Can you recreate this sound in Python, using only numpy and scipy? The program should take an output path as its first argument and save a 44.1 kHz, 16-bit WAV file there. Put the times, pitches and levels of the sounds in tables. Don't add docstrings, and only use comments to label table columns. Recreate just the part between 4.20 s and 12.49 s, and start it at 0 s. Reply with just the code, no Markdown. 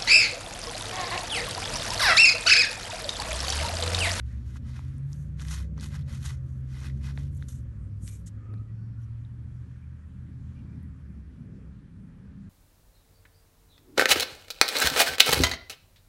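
import sys
import numpy as np
from scipy import signal
from scipy.io import wavfile

SR = 44100
rng = np.random.default_rng(int(sys.argv[2]) if len(sys.argv) > 2 else 0)


def persist_wave(psi):
    counts = np.round(np.clip(psi, -1, 1) * 32767).astype(np.int16)
    wavfile.write(sys.argv[1], SR, np.atleast_2d(counts).T)


def level_to_linear(level):
    exponent = np.asarray(level, float) / 20
    return 10 ** exponent


N = 365789
TIME = np.arange(N) / SR

# pitch in Hz, width in Hz, level in dB.
GLOVE_MODES = [(1016, 700, 1), (1593, 350, 2), (1984, 224, 6), (2500, 180, 0)]
COIN_MODES = [(2970, 500, -1), (3700, 670, -3.5), (4400, 740, -3), (5450, 660, -4)]
BRISTLE_SHAFT_MODES = [(6000, 480, 3), (6720, 1000, 0.5), (9100, 1600, -6)]
BRISTLE_TIP_MODES = [(8450, 2200, -6.5), (10380, 1750, -7.5), (11860, 580, 8)]
# hardest moment in seconds, rise in seconds, fall in seconds, level in dB, brightness in dB.
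BRUSH_STROKES = [(1.2, 0.028, 0.017, -63, -8), (1.216, 0.043, 0.03, -55, -1.5),
                 (1.26, 0.089, 0.075, -59, 1), (1.318, 0.065, 0.051, -48.5, 0),
                 (1.341, 0.037, 0.047, -48, 1), (1.395, 0.15, 0.075, -55, -2.5),
                 (1.585, .025, 0.07, -72, -20), (1.635, 0.062, 0.096, -52.5, -0.5),
                 (1.75, .07, 0.048, -56, -6.5), (1.795, 0.031, 0.06, -65.5, -7.5),
                 (1.895, 0.039, 0.03, -62.5, -8.5), (1.946, 0.087, 0.094, -55.5, -1.5),
                 (2.06, .07, 0.11, -49.5, 0), (2.11, 0.057, 0.05, -59, -4), (2.56, .12, 0.26, -62.5, -5),
                 (2.66, 0.093, 0.067, -56.5, -6.5), (2.86, .06, 0.073, -56, -5),
                 (2.899, .04, 0.042, -59.5, -9)]
FINGER_RUBS = [(0.0, .03, 0.02, -69, 8), (.115, 0.16, 0.25, -73, -7.5), (.3, 0.13, 0.11, -70.5, -4),
               (.368, .04, 0.023, -62.5, -8), (.49, 0.06, 0.068, -65.5, -10),
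               (.575, 0.097, 0.072, -63, -13), (.66, 0.24, 0.22, -73.5, -8.5), (.78, 0.13, 0.044, -81, 16),
               (.934, 0.043, 0.044, -66.5, 5), (.99, 0.19, 0.17, -75, 17), (2.3, 0.11, 0.22, -77, 7),
               (2.78, 0.064, 0.057, -75, -1), (2.99, 0.079, 0.14, -65.5, -4.5),
               (3.17, 0.093, 0.049, -75, 31), (3.235, 0.11, .04, -72, -3), (3.288, 0.012, 0.056, -59, 14),
               (3.33, 0.087, 0.093, -65.5, 14), (3.84, 0.056, 0.045, -79, 31),
               (3.88, 0.021, 0.039, -56.5, 11), (3.94, 0.12, .08, -64, 19), (4.074, 0.016, 0.027, -61, 9),
               (4.828, 0.052, .05, -77.5, 1)]
# level in dB, share of the brightness (a factor), stretch of rise and fall (a factor).
BRUSH_PARTS = [(0, -0.8, 0.99), (0, -0.4, 0.9), (0, 0.5, 0.94), (0, 0.37, 0.87)]
FINGER_PARTS = [(0.58, -0.56, 0.93), (-0.32, -.25, 1.23), (0.4, 0.18, 0.93), (0.5, 0.36, 1.18)]
EDGE_DB, ROUNDNESS = 23.5, 1.35
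GRIT_PER_S, GRIT_DB = 300, 18
FIRST_STROKE_S, CLEARING_S = 1.19, .3

# start in seconds, peak in dB, pitch in Hz, second pitch in Hz, time to fall by 60 dB in seconds.
TICKS = [(0.358, -45.5, 1016, 1500, 0.011), (.369, -47.5, 1380, 6300, 0.014),
         (0.592, -40, 900, 2340, 0.0083), (0.7818, -50, 9100, 10600, 0.0038),
         (.931, -35.5, 6000, 4700, 0.0023), (1.1975, -37.5, 3144, 1900, 0.0026),
         (1.215, -38, 1470, 5450, 0.0086), (1.251, -39.5, 1720, 3500, 0.0054),
         (1.284, -34.5, 5400, 3300, 0.0049), (1.5787, -42.5, 1020, 6000, 0.01),
         (1.598, -41, 4210, 5450, 0.0062), (1.61, -33, 4522, 8600, 0.0022),
         (2.6045, -43, 8500, 6000, 0.0037), (2.699, -46.5, 1954, 3500, 0.011),
         (2.9756, -33, 1698, 3756, 0.0055), (2.977, -44, 666, 401, 0.0077), (3.177, -50, 7700, 9600, 0.005),
         (3.2247, -38, 1564, 3570, 0.0079), (3.2857, -40, 7200, 4230, 0.0045),
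         (3.8778, -36.5, 4600, 2310, 0.0025), (4.334, -56, 600, 10660, 0.012),
         (4.34, -46.5, 1300, 3980, 0.0037), (5.049, -56.5, 3700, 620, 0.015),
         (6.6293, -58, 11530, 9506, .006)]
SECOND_MODE_DB = -6.5

# start in seconds, length in seconds, pitch in Hz, width in Hz, level in dB.
CREAKS = [(4.13, .39, 1255, 110, -65.5), (4.28, .1, 1250, 120, -69), (4.19, .1, 1770, 100, -74),
          (4.46, .1, 1950, 110, -74), (4.57, .1, 1480, 100, -74), (4.72, .14, 1450, 120, -71.5),
          (4.5, .25, 4500, 250, -86), (4.5, .3, 5450, 300, -86), (4.825, .03, 5750, 500, -76),
          (5.615, .035, 2330, 100, -70), (5.81, .05, 1880, 90, -76), (6.33, .1, 2400, 200, -73.5),
          (6.34, .1, 2800, 200, -80), (6.45, .12, 2330, 220, -75), (6.6, .08, 1900, 120, -71),
          (1.785, .025, 2000, 300, -61), (1.812, .018, 3700, 1000, -63), (3.55, .17, 8500, 4000, -80),
          (4.2, .25, 2450, 300, -77)]
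# start in
# seconds, length in seconds, pitch in Hz, width in Hz, level in dB.
SLIDES = [
    (3.29, .12, 7400, 2592, -65),
    (3.81, .1, 8400, 3800, -55.5),
    (3.9, 0.092, 7200, 2500, -63.5),
    (.08, .1, 1850, 800, -65.5),
    (3.85, .14, 2310, 250, -68),
    (4.058, .034, 7300, 3900, -51.5),
    (.27, 0.066, 1530, 180, -70),
    (4.37, .02, 3990, 450, -74),
]

# time in seconds, firing tone in Hz, firing tone level in dB, lower tone level in dB.
REVS = [(0, 112.7, -40, -44.5), (.62, 128.5, -40.5, -39.5), (.95, 142.8, -34.5, -44.5),
        (1.42, 160, -41, -43.5), (1.58, 155.2, -38, -46), (1.85, 128, -40.5, -39),
        (2.6, 131.1, -38.5, -47.5), (3.15, 140.9, -37, -40.5), (3.64, 99.03, -41.5, -46),
        (4.0, 104, -42, -46), (4.45, 109.8, -42, -59), (4.85, 114.5, -39.5, -45), (5.5, 122.8, -43, -47),
        (5.85, 124.1, -51.5, -44.5), (6.2, 126.5, -40, -47), (6.65, 127.1, -51.5, -43.5),
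        (7.05, 102.7, -65, -46), (8.29, 92.45, -93, -74)]
LOWER_ORDER = .632
# multiple of the firing tone, level in dB.
SIDE_ORDERS = [(.375, -15.5), (.875, -12.5), (1.25, -22.5), (1.5, -34.5), (.75, -16.5)]
# time in seconds, pitch in Hz, level in dB.
BOOM = [
    (0, 65.14, -33.5),
    (.8, 65.55, -47),
    (1.4, 66.34, -32.5),
    (1.75, 68.45, -42),
    (2.45, 67.8, -42),
    (2.8, 68.94, -34),
    (3.15, 70.3, -39.5),
    (3.502, 59.5, -44.5),
    (4.6, 58.92, -55),
]
# time in seconds, pitch in Hz, level in dB.
COASTING_BOOM = [
    (5.95, 79.1, -75),
    (6.22, 75, -46),
    (6.48, 64.6, -54),
    (6.85, 63.8, -52),
]
# delay in seconds, level in dB.
ECHOES = [(.17, 0), (.42, -2), (.62, -5)]
# start in seconds, length in seconds, echo level in dB.
SHIFTS = [
    (1.45, .85, -2),
    (3.3, .75, -11),
]
WALLS_DB = -19

# time in seconds, firing tone in Hz, level in dB.
IDLER = [
    (0, 33.0, -75),
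    (5.3, 33.0, -66),
    (6.2, 33.0, -58),
    (8.29, 33.0, -56.5),
]
# multiple of its firing tone, level in dB.
IDLER_ORDERS = [(4, -8), (5, 1), (6, 0), (7, -14), (8, -6), (1.25, -3)]

# time in seconds, level in dB.
TRAFFIC = [
    (0.0, -65.5),
    (1.04, -63.5),
    (1.61, -54.5),
    (2.3, -62.5),
    (2.84, -58),
    (4.1, -64.5),
    (5.1, -71.5),
    (7.1, -69),
    (7.41, -67.5),
    (8.29, -71.5),
]
# pitch in Hz, level in dB per Hz.
RUMBLE = [(25, -31), (40, -16.5), (65, 2), (120, 0), (200, -4.5), (270, -8.5), (360, -50)]
HUSH = [(600, -26.5), (730, -1), (875, -7.5), (990, 1.5), (1300, -1.5), (1740, -1), (2150, -6.5),
        (3480, -14.5), (6740, -18.5), (10500, -22.5), (14000, -18.5)]
RUMBLE_DB, RUMBLE_FOLLOWS = -46, 0.089
HUSH_DB, HUSH_FOLLOWS = -70, -0.17
# pitch in Hz, width in Hz, level in dB.
DRONE_MODES = [(212.8, 28.5, 15.5), (330, 63, 0.5), (368, 58, -5.5), (440, 72, -6.5), (552.4, 77, -3)]
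# start in seconds, length in seconds, pitch in Hz, width in Hz, level in dB.
SWELLS = [
    (.33, .27, 221.4, 30, -49),
    (4.199, .2, 298, 250, -58),
    (7.05, .45, 125, 40, -50),
    (3.93, 0.23, 173, 25, -49.5),
    (7.149, .45, 374, 169, -63),
    (7.85, .4, 397, 178, -68.5),
]

TOP_HZ = 12250


def rms_one(x):
    return x / np.sqrt(np.mean(x ** 2) + 1e-20)


def in_time(rows):
    s, *columns = np.transpose(rows)
    return [np.interp(TIME, s, column) for column in columns]


def drift(rate):
    r = np.exp(-40 * np.pi * rate / SR)
    chance = rng.standard_normal(N // 20 + 4002)
    slow = signal.lfilter([1], [1, -2 * r, r * r], chance)[4000:]
    return np.interp(np.arange(N) / 20, np.arange(len(slow)), rms_one(slow))


def resonance(x, hz, width_hz):
    r = np.exp(-np.pi * width_hz / SR)
    ringing = [1, -2 * r * np.cos(2 * np.pi * hz / SR), r * r]
    return signal.lfilter(np.array([1, 0, -1]) * (1 - r * r) / 2, ringing, x)


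def body(x, modes, patchy_db, patch_rate):
    out = 0
    for k, (hz, width_hz, db) in enumerate(modes):
        wide = 1.28 * width_hz
        rung = resonance(resonance(x, hz, wide), hz, wide)
        out = out + (-1) ** k * level_to_linear(db + patchy_db * drift(patch_rate)) * rung
    return rms_one(out)


def brushing():
    tufts = level_to_linear(1.6 * drift(130) + .8 * drift(35))
    since = TIME - FIRST_STROKE_S
    grit_rate = (since > 0) * np.exp(-since / CLEARING_S) * GRIT_PER_S
    grit = (rng.random(N) < grit_rate / SR) * level_to_linear(GRIT_DB + 3 * rng.standard_normal(N))
    slip_size = level_to_linear(2.5 * np.minimum(rng.exponential(1, N), 5))
    slips = (rng.random(N) < 6000 / SR) * slip_size * rng.choice([-1, 1], N)
    friction = tufts * (rms_one(slips) + .8 * rng.standard_normal(N) + grit)
    gains = np.sqrt(pressure(BRUSH_STROKES, BRUSH_PARTS) + pressure(FINGER_RUBS, FINGER_PARTS))
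    parts = GLOVE_MODES, COIN_MODES, BRISTLE_SHAFT_MODES, BRISTLE_TIP_MODES
    return sum(gain * body(friction, modes, patchy_db=1.4, patch_rate=40) for gain, modes in zip(gains, parts))


def pressure(strokes, parts):
    t = np.arange(0, N + 32, 32) / SR
    power = 1e-12
    part_db, share, stretch = np.transpose(parts)[:, :, None]
    for s, rise, fall, level_db, brightness_db in strokes:
        away = np.where(t < s, (s - t) / rise, (t - s) / fall) / stretch
        stroke_db = level_db + part_db + share * brightness_db - EDGE_DB * away ** ROUNDNESS
        power = power + level_to_linear(stroke_db) ** 2
    return np.array([np.interp(TIME, t, p) for p in power])


def ticks():
    out, t = np.zeros(N + 2000), np.arange(2000) / SR
    for s, peak_db, hz, second_hz, t60 in TICKS:
        knock = 3.9 * np.exp(-t * 9000)
        push = (0.17 * rng.standard_normal(2000) + knock) * level_to_linear(-60 * t / t60)
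        width_hz = 8.5 / t60
        first = steep(push, hz, min(width_hz, hz))
        second = steep(push, second_hz, min(width_hz, second_hz))
        ring = first / abs(first).max() - level_to_linear(SECOND_MODE_DB) * second / abs(second).max()
        at = round(s * SR)
        out[at:at + 2000] += level_to_linear(peak_db) * ring
    return out[:N]


def steep(x, hz, width_hz):
    for _ in range(3):
        x = resonance(x, hz, width_hz)
    return x


def narrow_noises(rows):
    out = np.zeros(N)
    for s, length, hz, width_hz, level_db in rows:
        rub = rng.standard_normal(SR // 2)
        sung = resonance(resonance(rub, hz, width_hz), hz, width_hz)[-round(length * SR):]
        swell = np.hanning(len(sung)) ** .5
        out[round(s * SR):][:len(sung)] += level_to_linear(level_db) * rms_one(sung) * swell
    return out


def vehicle():
    return_db = WALLS_DB
    for s, length, db in SHIFTS:
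        return_db = return_db + (db - WALLS_DB) * np.sin(np.pi * np.clip((TIME - s) / length, 0, 1)) ** .5
    hz, firing_db, lower_db = in_time(REVS)
    firing = tone(hz, wobble_hz=.7, flutter_db=2.4)
    for multiple, db in SIDE_ORDERS:
        firing += level_to_linear(db) * tone(multiple * hz, wobble_hz=1.0, flutter_db=4.0)
    lower = tone(LOWER_ORDER * hz, wobble_hz=0.36, flutter_db=1.5)
    out = echoed(level_to_linear(firing_db) * firing, return_db) + echoed(level_to_linear(lower_db) * lower, WALLS_DB)
    for boom in BOOM, COASTING_BOOM:
        hz, level_db = in_time(boom)
        out += while_heard(boom) * level_to_linear(level_db) * tone(hz, wobble_hz=0.31, flutter_db=0.5)
    return out


def tone(hz, wobble_hz, flutter_db):
    phase = 2 * np.pi * np.cumsum(hz + wobble_hz * drift(4.8)) / SR
    return np.sqrt(2) * np.sin(phase + rng.uniform(0, 2 * np.pi)) * level_to_linear(flutter_db * drift(5.7))


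def echoed(x, return_db):
    late = sum(level_to_linear(db) * np.r_[np.zeros(round(s * SR)), x][:N] for s, db in ECHOES)
    return x + level_to_linear(return_db) * late


def while_heard(rows):
    return np.clip((rows[-1][0] - TIME) / 0.12, 0, 1)


def idler():
    hz, level_db = in_time(IDLER)
    tones = sum(level_to_linear(db) * tone(k * hz, wobble_hz=0.29, flutter_db=2.5) for k, db in IDLER_ORDERS)
    return level_to_linear(level_db) * tones


def traffic():
    near_db, = in_time(TRAFFIC)
    swing_db = near_db - near_db.mean()
    rumble = level_to_linear(RUMBLE_DB + RUMBLE_FOLLOWS * swing_db) * banded_noise(RUMBLE, patchy_db=3.0)
    hush = level_to_linear(HUSH_DB + HUSH_FOLLOWS * swing_db) * banded_noise(HUSH, patchy_db=1.5)
    drone = level_to_linear(near_db + 4.5) * body(rng.standard_normal(N), DRONE_MODES, patchy_db=2.8, patch_rate=6)
    return rumble + hush + drone + narrow_noises(SWELLS)


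def banded_noise(spectrum, patchy_db):
    hz, level_db = np.transpose(spectrum)
    count = int(2.5 * np.log2(hz[-1] / hz[0])) + 1
    edges = np.geomspace(hz[0], min(hz[-1], .45 * SR), count)
    together = drift(0.94)
    white = rng.standard_normal((2, N + SR))
    out = 0
    for k, (low, high) in enumerate(zip(edges, edges[1:])):
        band_filter = signal.butter(2, [low, high], "band", fs=SR, output="sos")
        band = signal.sosfilt(band_filter, white[k % 2])[SR:]
        centre_db = np.interp(np.log(low * high) / 2, np.log(hz), level_db)
        out = out + level_to_linear(centre_db + patchy_db * (.5 * together + drift(5.2))) * band
    return rms_one(out)


def scene():
    close = brushing() + ticks() + narrow_noises(CREAKS) + narrow_noises(SLIDES)
    far = vehicle() + idler() + traffic()
    return (close + far)[None]


def low_pass(x):
    return signal.sosfilt(signal.butter(12, 12450, fs=SR, output="sos"), x)


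def record(dry):
    ported = dry - .38 * resonance(dry, 10450, 700)
    to_nearest_end = np.minimum(np.arange(N), np.arange(N)[::-1])
    edge = np.minimum(to_nearest_end / (.006 * SR), 1)
    top_cut = signal.cheby2(16, 60, TOP_HZ, fs=SR, output="sos")
    mix = signal.sosfilt(top_cut, edge * ported)
    return low_pass(mix)


dry = scene()
out = record(dry)
persist_wave(out)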